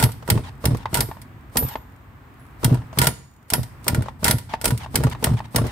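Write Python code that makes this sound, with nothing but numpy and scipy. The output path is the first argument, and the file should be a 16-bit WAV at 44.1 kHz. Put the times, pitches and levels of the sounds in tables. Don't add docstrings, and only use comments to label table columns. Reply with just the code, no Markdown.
import sys
import numpy as np
from scipy import signal
from scipy.fft import irfft
from scipy.io import wavfile
from scipy.ndimage import uniform_filter1d

SR = 44100
rng = np.random.default_rng(int(sys.argv[2]) if len(sys.argv) > 2 else 0)


def wav_record(signal):
    frames = np.transpose(np.atleast_2d(signal))
    bounded = np.clip(frames, -1, 1)
    quanta = np.round(bounded * 32767).astype(np.int16)
    wavfile.write(sys.argv[1], SR, quanta)


N = 251811
TIME = np.arange(N) / SR

# start_s, wash_db, rumble_db
YARD_LEVELS = [(0.0, -51, -44), (1.0, -50, -40.5), (2.09, -52, -48), (2.949, -47.5, -43),
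               (3.29, -58.5, -54.5), (3.91, -47, -43), (4.06, -53, -42.5), (4.59, -56.5, -41.5),
               (5.1, -49, -33), (5.55, -52, -45)]
# freq_hz, level_db
WASH_COLOUR = [(150, -27), (250, 6), (550, -6.5), (760, -3), (1100, -0.5), (1500, -4.5), (1900, -6),
               (3200, -17.5), (5600, -28.5), (8500, -26.5), (11000, -34), (14000, -21.5), (16000, -30.5)]
# freq_hz, level_db
RUMBLE_COLOUR = [(15, -49.5), (28, -30.5), (48, -1), (80, -1), (130, -2.5), (175, -12.5), (240, -10),
                 (350, -25.5), (700, -66)]
# freq_hz, t60_s
ECHO_T60 = [(100, 0.7), (1000, 0.4348), (5000, 0.48), (9000, 0.46), (15000, 0.23)]
# freq_hz, level_db
ECHO_COLOUR = [(60, 4), (300, 1), (1000, 2), (4000, 1.5), (9000, 0), (15000, 1.5)]
# freq_hz, correlation
STEREO_LIKENESS = [(40, 0.91), (130, 0.97), (300, 0.74), (600, 0.77), (1200, 0.14), (16000, 0.042)]
# start_s, pitch_hz, level_db
SQUEAK_PATH = [(2.3, 10000, -76.5), (2.385, 10400, -82), (2.4, 11100, -60), (2.56, 10700, -80.5)]
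# start_s, end_s, level_db
REWIND_SPANS = [(0.432, .5, -40), (.765, 0.844, -45.5), (1.652, 1.751, -39), (2.746, 2.796, -49),
                (4.016, 4.106, -46), (4.487, 4.56, -37.5), (4.793, 4.856, -37), (5.111, 5.137, -32),
                (5.367, 5.399, -36.5), (5.439, 5.463, -43.5), (5.642, 5.72, -36.5)]
# freq_hz, level_db
WHIRR_COLOUR = [(300, -31), (620, -3.5), (830, 3.5), (1200, -9), (1550, -2), (2000, -8.5), (3200, -9),
                (6000, -19), (15000, -28)]
# start_s, level_db
HANDLE_HITS = [(.376, -21.5), (.856, -16), (1.113, -24.5), (1.169, -35.5), (1.755, -18), (2.818, -34.5),
               (4.084, -22), (4.537, -11.5), (4.861, -28.5), (5.068, -24), (5.149, -25), (5.403, -25)]
# freq_hz, level_db
TOCK_COLOUR = [(150, -11), (350, -13), (550, -10), (780, 1), (950, 2), (1200, -12), (1500, -11),
               (1900, -12.5), (2500, -19), (4000, -23.5), (7000, -36), (15000, -48.5)]
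# start_s, level_db, hollow_db (low part re knock)
KNOCK_HITS = [(.089, -30.5, 0), (0.223, -33, -1.5), (.374, -26.5, 2), (.745, -26.5, 5.5), (1.085, -34.5, 9),
              (2.927, -31.5, -6), (4.057, -30.5, -14), (5.066, -21.5, -1), (5.267, -18.5, -3),
              (5.581, -16.5, -10)]
# freq_hz, level_db
KNOCK_COLOUR = [(300, -13.5), (550, -2.5), (800, -4), (970, -3), (1200, -6), (1500, -13), (2200, -19),
                (3500, -23), (7000, -28), (15000, -52)]
# freq_hz, level_db
HOLLOW_COLOUR = [(45, -4.5), (130, 3.5), (240, -9.5), (370, -4), (520, -7.5), (700, -24), (1500, -39)]
# freq_hz, width_hz, level_db
CHASSIS_MODES = [(967, 37, 17), (1418, 67, 15), (1825, 100, -0.5), (2740, 78, -12), (3306, 120, 1),
                 (3864, 87, -13), (4630, 51, -25), (5360, 97, -20.5)]
# start_s, level_db, body_db (re treble)
TICK_HITS = [(.118, -30, -15), (.277, -29, 3), (.77, -34, -12), (1.216, -34, -12.5), (1.686, -29.5, -4),
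             (2.744, -30, 1), (3.5015, -16.5, -12.5), (3.631, -27.5, -7), (3.843, -34, -19),
             (3.946, -19.5, 3), (4.022, -31.5, 2.5), (4.083, -48, 7.5), (4.3835, -25, -9),
             (4.613, -23, -5.5), (4.6435, -13, -9.5), (4.678, -16, -9), (4.7055, -20.5, 1),
             (4.776, -26.5, -24), (5.036, -20.5, 3.5), (5.098, -31, -17), (5.667, -30, -4)]
# freq_hz, level_db
CLACK_COLOUR = [(1180, -33), (2000, -2), (2400, -5), (3550, -4.5), (5210, -3), (6590, -9), (7570, -5),
                (8050, 0), (8330, 1), (9660, -3.5), (11900, -5), (13600, -4), (14700, -8), (15600, -12),
                (16000, -24)]
# freq_hz, level_db
BODY_COLOUR = [(300, -7.5), (600, 0), (950, 0), (1200, -5.5), (1450, -4.5), (1900, 0), (2500, -8),
               (3500, -20.5), (8000, -60.5)]
# freq_hz, level_db, t60_s
STEEL_MODES = [(6848, -12, .65), (9168, 4, .14), (9690, 1, .15), (9986, -10, .25), (10290, -1, .2),
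               (11610, -6, .16), (12990, -7, .36)]
# freq_hz, level_db
AIR_COLOUR = [(20, -18.5), (40, -1.5), (70, 11.5), (120, 0.5), (180, -4.5), (240, 0.5), (350, -3.5),
              (550, -9.5), (1000, -19), (2000, -29), (4000, -32.5), (15000, -58.5)]
# start_s, level_db, pitch_hz
HARD_KICKS = [(0.033, -5.5, 115.6), (0.307, -11.5, 129), (.323, -8.5, 96.4), (.359, -11.5, 117),
              (.706, -12.5, 123), (2.648, -7, 127), (2.713, -4.5, 128.6), (2.7295, -11.5, 127.7),
              (2.99, -11.5, 118), (3.012, -13.5, 120.6), (3.979, -7.5, 108), (4.719, -10, 118),
              (5.046, -6.5, 123.5), (5.31, -9, 118.6), (5.609, -11.5, 115)]
# strike_s, clack_db, slip_s, spin_s, effort_db, steel_db, centre_hz (of ringing)
PULL_ROWS = [(-.03, -7, 0.067, 0.092, -24.5, -23, 11700), (.3006, -3, 0, 0.077, -24, -49, 9800),
             (0.6542, -7.5, 0, 0.072, -24.5, -38, 10000), (0.9426, -6.5, .063, 0.085, -27.5, -22.5, 12100),
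             (1.57, -5, 0.00017, 0.065, -25, -4, 14040), (2.6443, -5.5, 0, 0.12, -25, -62, 10000),
             (2.9864, -2.5, .083, 0.11, -25, -23, 8400), (3.5351, -3, 0, 0.052, -27.5, -20.5, 11400),
             (3.879, -4, 0.0011, 0.14, -27, -57, 9900), (4.243, -4.5, .0666, 0.1, -25, -23, 11200),
             (4.654, -4.5, 0.00087, 0.066, -25, -27, 9800), (4.9558, -4, 0, 0.13, -25, -52, 10000),
             (5.239, -4.5, 0.0022, 0.094, -24.5, -47.5, 9900), (5.5593, -5, 0.00059, 0.1, -23.5, -32, 9900)]

EDGE_HZ = 15900
WHINE_HZ, WHINE_DB = 14600, -76.5
RISE_S = .0006
TAUT_S = .0145
COAST_DB_PER_S = 428


def amp(db):
    return 10 ** (np.asarray(db) / 20)


def unit(x):
    return x / np.sqrt(np.mean(x ** 2) + 1e-20)


def drift(width):
    return unit(uniform_filter1d(rng.standard_normal(N), size=width))


def read(points, hz):
    f, value = np.transpose(points)
    return np.interp(np.log(hz + 1), np.log(f + 1), value)


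def add(mix, s, sound):
    at = round(s * SR)
    sound = sound[:, max(-at, 0):]
    part = mix[:, max(at, 0):][:, :sound.shape[1]]
    part += sound[:, :part.shape[1]]


def level(tables):
    gain = sum(amp(np.interp(TIME, *np.transpose(rows), left=-120, right=-120)) for rows in tables)
    return uniform_filter1d(gain, size=300)


def noise(colour, size=N):
    hz = np.fft.rfftfreq(size, 1 / SR)
    a, b = np.exp(2j * np.pi * rng.random((2, len(hz))))
    same = np.clip(read(STEREO_LIKENESS, hz), -1, 1)
    right = same * a + np.sqrt(1 - same ** 2) * b
    return unit(irfft(np.array([a, right]) * amp(read(colour, hz)), size))


def burst(colour, rise_s, hold_s, t60_s):
    t = TIME[:4096]
    decay = amp(-60 * np.maximum(t - hold_s, 0) / t60_s)
    return noise(colour, size=len(t)) * np.minimum(t / rise_s, 1) * decay


def turning(first_s, gap_s, jitter, gain_db, spread_db, count):
    rows = []
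    for s, _, _, spin_s, effort_db, _, _ in PULL_ROWS:
        early, strong = rng.standard_normal((2, count))
        after_s = first_s + gap_s * (np.arange(count) + jitter * early)
        coast_db = COAST_DB_PER_S * np.maximum(after_s - spin_s, 0)
        rows += zip(s + after_s, effort_db + gain_db + spread_db * strong - coast_db)
    return rows


def background(sway_db=1.0, waver_hz=30):
    s, wash_db, rumble_db = np.transpose(YARD_LEVELS)
    wash = amp(np.interp(TIME, s, wash_db)) * noise(WASH_COLOUR)
    rumble = amp(np.interp(TIME, s, rumble_db) + sway_db * drift(3000)) * noise(RUMBLE_COLOUR)
    pitch_hz = WHINE_HZ + waver_hz * drift(200)
    whine = amp(WHINE_DB) * np.sqrt(2) * np.sin(2 * np.pi * np.cumsum(pitch_hz) / SR)
    return wash + rumble + whine


def yard(x, near_db=-14, near_t60_s=0.12, far_db=-19):
    hz, t, z = signal.stft(noise(ECHO_COLOUR, size=SR // 2), SR, nperseg=256)
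    decay = amp(-60 * t / read(ECHO_T60, hz)[:, None])
    far = signal.istft(z * decay, SR, nperseg=256)[1]
    t = TIME[:far.shape[1]]
    near = noise(ECHO_COLOUR, size=len(t)) * amp(-60 * t / near_t60_s) * (t > .003)
    far = far * np.minimum(t / 0.0073, 1)
    echo = amp(near_db) * near / np.linalg.norm(near[0]) + amp(far_db) * far / np.linalg.norm(far[0])
    return signal.oaconvolve(x, echo, axes=1)[:, :N]


def fiddling(per_s=11, top_db=-58, spread_db=1.5, t60_s=.025):
    clicks = (rng.random(N) < per_s / SR) * amp(top_db + spread_db * rng.standard_normal(N))
    return signal.oaconvolve(clicks[None], burst(CLACK_COLOUR, RISE_S, RISE_S, t60_s), axes=1)[:, :N]


def squeak(waver_hz=70):
    s, hz, db = np.transpose(SQUEAK_PATH)
    pitch_hz = np.interp(TIME, s, hz) + waver_hz * drift(100)
    return level([np.transpose([s, db])]) * np.sin(2 * np.pi * np.cumsum(pitch_hz) / SR)


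def rewinds(gain_db=-1, grain_db=1.5, echo=0.5, swell_db=4, start_hz=1280, end_hz=880):
    grain = unit(amp(grain_db * drift(80)))
    rasp, out = grain * noise(WHIRR_COLOUR), np.zeros((2, N))
    for start_s, end_s, db in REWIND_SPANS:
        t = np.arange(start_s, end_s, 1 / SR)
        period_s = np.linspace(1 / start_hz, 1 / end_hz, len(t))
        sung = np.array([sum(echo ** k * np.interp(t - k * period_s, TIME, side) for k in range(4))
                         for side in rasp])
        gain = amp(db + gain_db + swell_db * np.linspace(-.5, .5, len(t)))
        add(out, start_s, gain * unit(sung) * signal.windows.tukey(len(t), .25))
    return out


def draws(top_db=-43, lead_s=0.052, swell_db=18, rasp_db=1):
    gain = level([[(s - lead_s, top_db - swell_db), (s, top_db)] for s, *_ in PULL_ROWS])
    return gain * (noise(CLACK_COLOUR) + amp(rasp_db) * noise(KNOCK_COLOUR))


def handle(gain_db=-3.5, rise_s=0.0008, hold_s=0.001, t60_s=0.035, cross=0.23, crack_db=-16, hardening=2.2):
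    out = np.zeros((2, N))
    usual = burst(TOCK_COLOUR, rise_s, hold_s, t60_s)
    hardest_db = max(db for _, db in HANDLE_HITS)
    for s, db in HANDLE_HITS:
        tock = amp(db + gain_db) * (usual + burst(TOCK_COLOUR, rise_s, hold_s, t60_s)) / np.sqrt(2)
        crack_gain = amp(hardest_db + crack_db + hardening * (db - hardest_db))
        add(out, s, tock + crack_gain * burst(BODY_COLOUR, rise_s, hold_s, t60_s))
    return out + cross * out[::-1]


def knocks(gain_db=-2, hollow_gain_db=-3, t60_s=0.051, hollow_t60_s=0.034, tug_db=1.5, tug_hollow_db=3.5,
           play_hollow_db=8, rise_s=0.0035, hold_s=0.0034):
    tugs = [(s - TAUT_S, effort_db + tug_db, tug_hollow_db) for s, _, _, _, effort_db, _, _ in PULL_ROWS]
    jostles = turning(first_s=.049, gap_s=.035, jitter=.15, gain_db=-6, spread_db=-1.5, count=2)
    play = [(s, db, play_hollow_db) for s, db in jostles]
    out = np.zeros((2, N))
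    for s, db, hollow_db in KNOCK_HITS + tugs + play:
        knock = amp(gain_db) * burst(KNOCK_COLOUR, rise_s, hold_s, t60_s)
        hollow = amp(hollow_db + hollow_gain_db) * burst(HOLLOW_COLOUR, rise_s, 0.0066, hollow_t60_s)
        add(out, s, amp(db) * (knock + hollow))
    return out


def churn(gain_db=-1.0, strokes_hz=66, puff=0.19, coast_s=0.039):
    gain = level([[(s - TAUT_S, effort_db), (s + spin_s, effort_db),
                   (s + spin_s + coast_s, effort_db - COAST_DB_PER_S * coast_s)]
                  for s, _, _, spin_s, effort_db, _, _ in PULL_ROWS])
    turns = np.cumsum(strokes_hz * (1 + .2 * drift(2000))) / SR
    puffs = uniform_filter1d(0.14 + np.exp(-(turns % 1) / puff), size=80)
    return amp(gain_db) * gain * noise(AIR_COLOUR) * unit(puffs)


def strokes(stroke_hz=114, scatter=.12, apart_s=.015):
    soft = turning(first_s=0.00502, gap_s=.024, jitter=.12, gain_db=5.5, spread_db=4.0, count=5)
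    pitch_hz = stroke_hz * np.exp(scatter * rng.standard_normal(len(soft)))
    rows = list(HARD_KICKS)
    for (s, db), hz in zip(soft, pitch_hz):
        if all(abs(s - kick[0]) > apart_s for kick in HARD_KICKS):
            rows.append((s, db, hz))
    return rows


def thumps(table_hz=112, table_db=-20, table_t60_s=0.26, skew_turns=0.048, octave_db=-12, push_db=-13):
    out, t = np.zeros((2, N)), TIME[:SR // 4]
    swell_s = .008
    shape = (t / swell_s * np.exp(1 - t / swell_s)) ** 2
    for s, db, hz in strokes():
        turn = 2 * np.pi * (hz * t)
        turn = turn + 2 * np.pi * skew_turns * rng.standard_normal() * np.array([[-.5], [.5]])
        octave = amp(octave_db) * shape * np.cos(2 * turn)
        shove = amp(push_db) * np.sin(turn / 2)
        swing = shape * (np.sin(turn) + octave + shove)
        boom_gain = amp(table_db - 60 * t / table_t60_s) * np.minimum(t / swell_s, 1)
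        boom = boom_gain * np.sin(2 * np.pi * (table_hz * t + rng.random()))
        add(out, s, amp(db) * (swing + boom))
    return out


def chassis(x):
    t = TIME[:4096]
    ring = np.zeros((2, len(t)))
    for hz, width_hz, db in CHASSIS_MODES:
        tone = np.sin(2 * np.pi * (hz * t + rng.random((2, 1))))
        ring += amp(db) * width_hz * np.exp(-np.pi * width_hz * t) * tone
    return signal.oaconvolve(x, ring / np.linalg.norm(ring[0]), axes=1)[:, :N]


def skids(gain_db=-5, hiss_db=-11, teeth_hz=105, bite=0.45):
    turns = np.cumsum(teeth_hz * (1 + 0.3 * drift(600))) / SR
    slipping = level([[(s, effort_db), (s + slip_s, effort_db)]
                      for s, _, slip_s, _, effort_db, _, _ in PULL_ROWS if slip_s > TAUT_S])
    jerks = unit(0.14 + np.exp(-(turns % 1) / bite))
    gain = amp(gain_db) * slipping * jerks
    return chassis(gain * rng.standard_normal((2, N))) + amp(hiss_db) * gain * noise(CLACK_COLOUR)


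def steel(reach_hz=1100, beat_hz=22, twin=0.39):
    out, t = np.zeros((2, N)), TIME[:SR // 2]
    for s, _, slip_s, _, _, db, centre_hz in PULL_ROWS:
        for hz, mode_db, t60_s in STEEL_MODES:
            favour = 1 / (1 + ((hz - centre_hz) / reach_hz) ** 2)
            phase = rng.random() + np.array([[0], [1 / 5]])
            main = np.sin(2 * np.pi * (hz * t + phase))
            second = twin * np.sin(2 * np.pi * ((hz + beat_hz) * t + rng.random((2, 1))))
            add(out, s + slip_s, favour * amp(db + mode_db - 60 * t / t60_s) * (main + second))
    return out


def clacks(rows, gain_db, body_gain_db, hold_s, t60_s, body_t60_s):
    out = np.zeros((2, N))
    usual = burst(CLACK_COLOUR, RISE_S, hold_s, t60_s)
    for s, db, body_db in rows:
        crack = 0.53 * usual + 0.74 * burst(CLACK_COLOUR, RISE_S, hold_s, t60_s)
        body = amp(body_db + body_gain_db) * burst(BODY_COLOUR, RISE_S, hold_s, body_t60_s)
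        add(out, s, amp(db) * (amp(gain_db) * crack + body))
    return out


def ticks(tooth_s=.0095, jitter=0.091, tooth_db=12, fade_db=1.1, spread_db=4.5, tooth_body_db=-2.5,
          rebound_s=.017, rebound_db=-22, rebound_body_db=-2):
    rebounds = [(s + slip_s + rebound_s, db + rebound_db, rebound_body_db)
                for s, db, slip_s, *_ in PULL_ROWS]
    rows = TICK_HITS + rebounds
    for s, _, slip_s, _, effort_db, _, _ in PULL_ROWS:
        for k, (early, strong) in enumerate(rng.standard_normal(size=(8, 2)), 1):
            if (k + 1) * tooth_s < slip_s:
                db = effort_db + tooth_db - fade_db * k + spread_db * strong
                rows.append((s + tooth_s * (k + jitter * early), db, tooth_body_db))
    return clacks(rows, gain_db=-4.0, body_gain_db=-6.5, hold_s=0.00094, t60_s=0.048, body_t60_s=0.035)


def bites(body_db=-13, glancing_db=-7):
    rows = [(s + slip_s, db, body_db) for s, db, slip_s, *_ in PULL_ROWS]
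    rows += [(s, db, body_db + glancing_db) for s, db, slip_s, *_ in PULL_ROWS if slip_s > TAUT_S]
    return clacks(rows, gain_db=-7.0, body_gain_db=-6.5, hold_s=0.0035, t60_s=0.025, body_t60_s=0.066)


def scene():
    heavy, light = bites(), ticks()
    ringing = chassis(amp(-13) * heavy + amp(-8) * light)
    clutch = heavy + light + ringing + steel() + skids() + draws()
    clutch = clutch * amp([[-.8], [.8]])
    car = clutch + knocks() + handle() + churn() + rewinds() + squeak() + fiddling() + thumps()
    return car + yard(car) + background()


def record(dry, low_hz=34):
    dry = signal.sosfilt(signal.butter(3, low_hz, "highpass", fs=SR, output="sos"), dry)
    dry = dry / (1 + (dry / .93) ** 8) ** (1 / 8)
    lowpass = signal.firwin(255, EDGE_HZ, window=("kaiser", 9), fs=SR)
    return signal.oaconvolve(dry, lowpass[None], "same")


dry = scene()
out = record(dry)
wav_record(out)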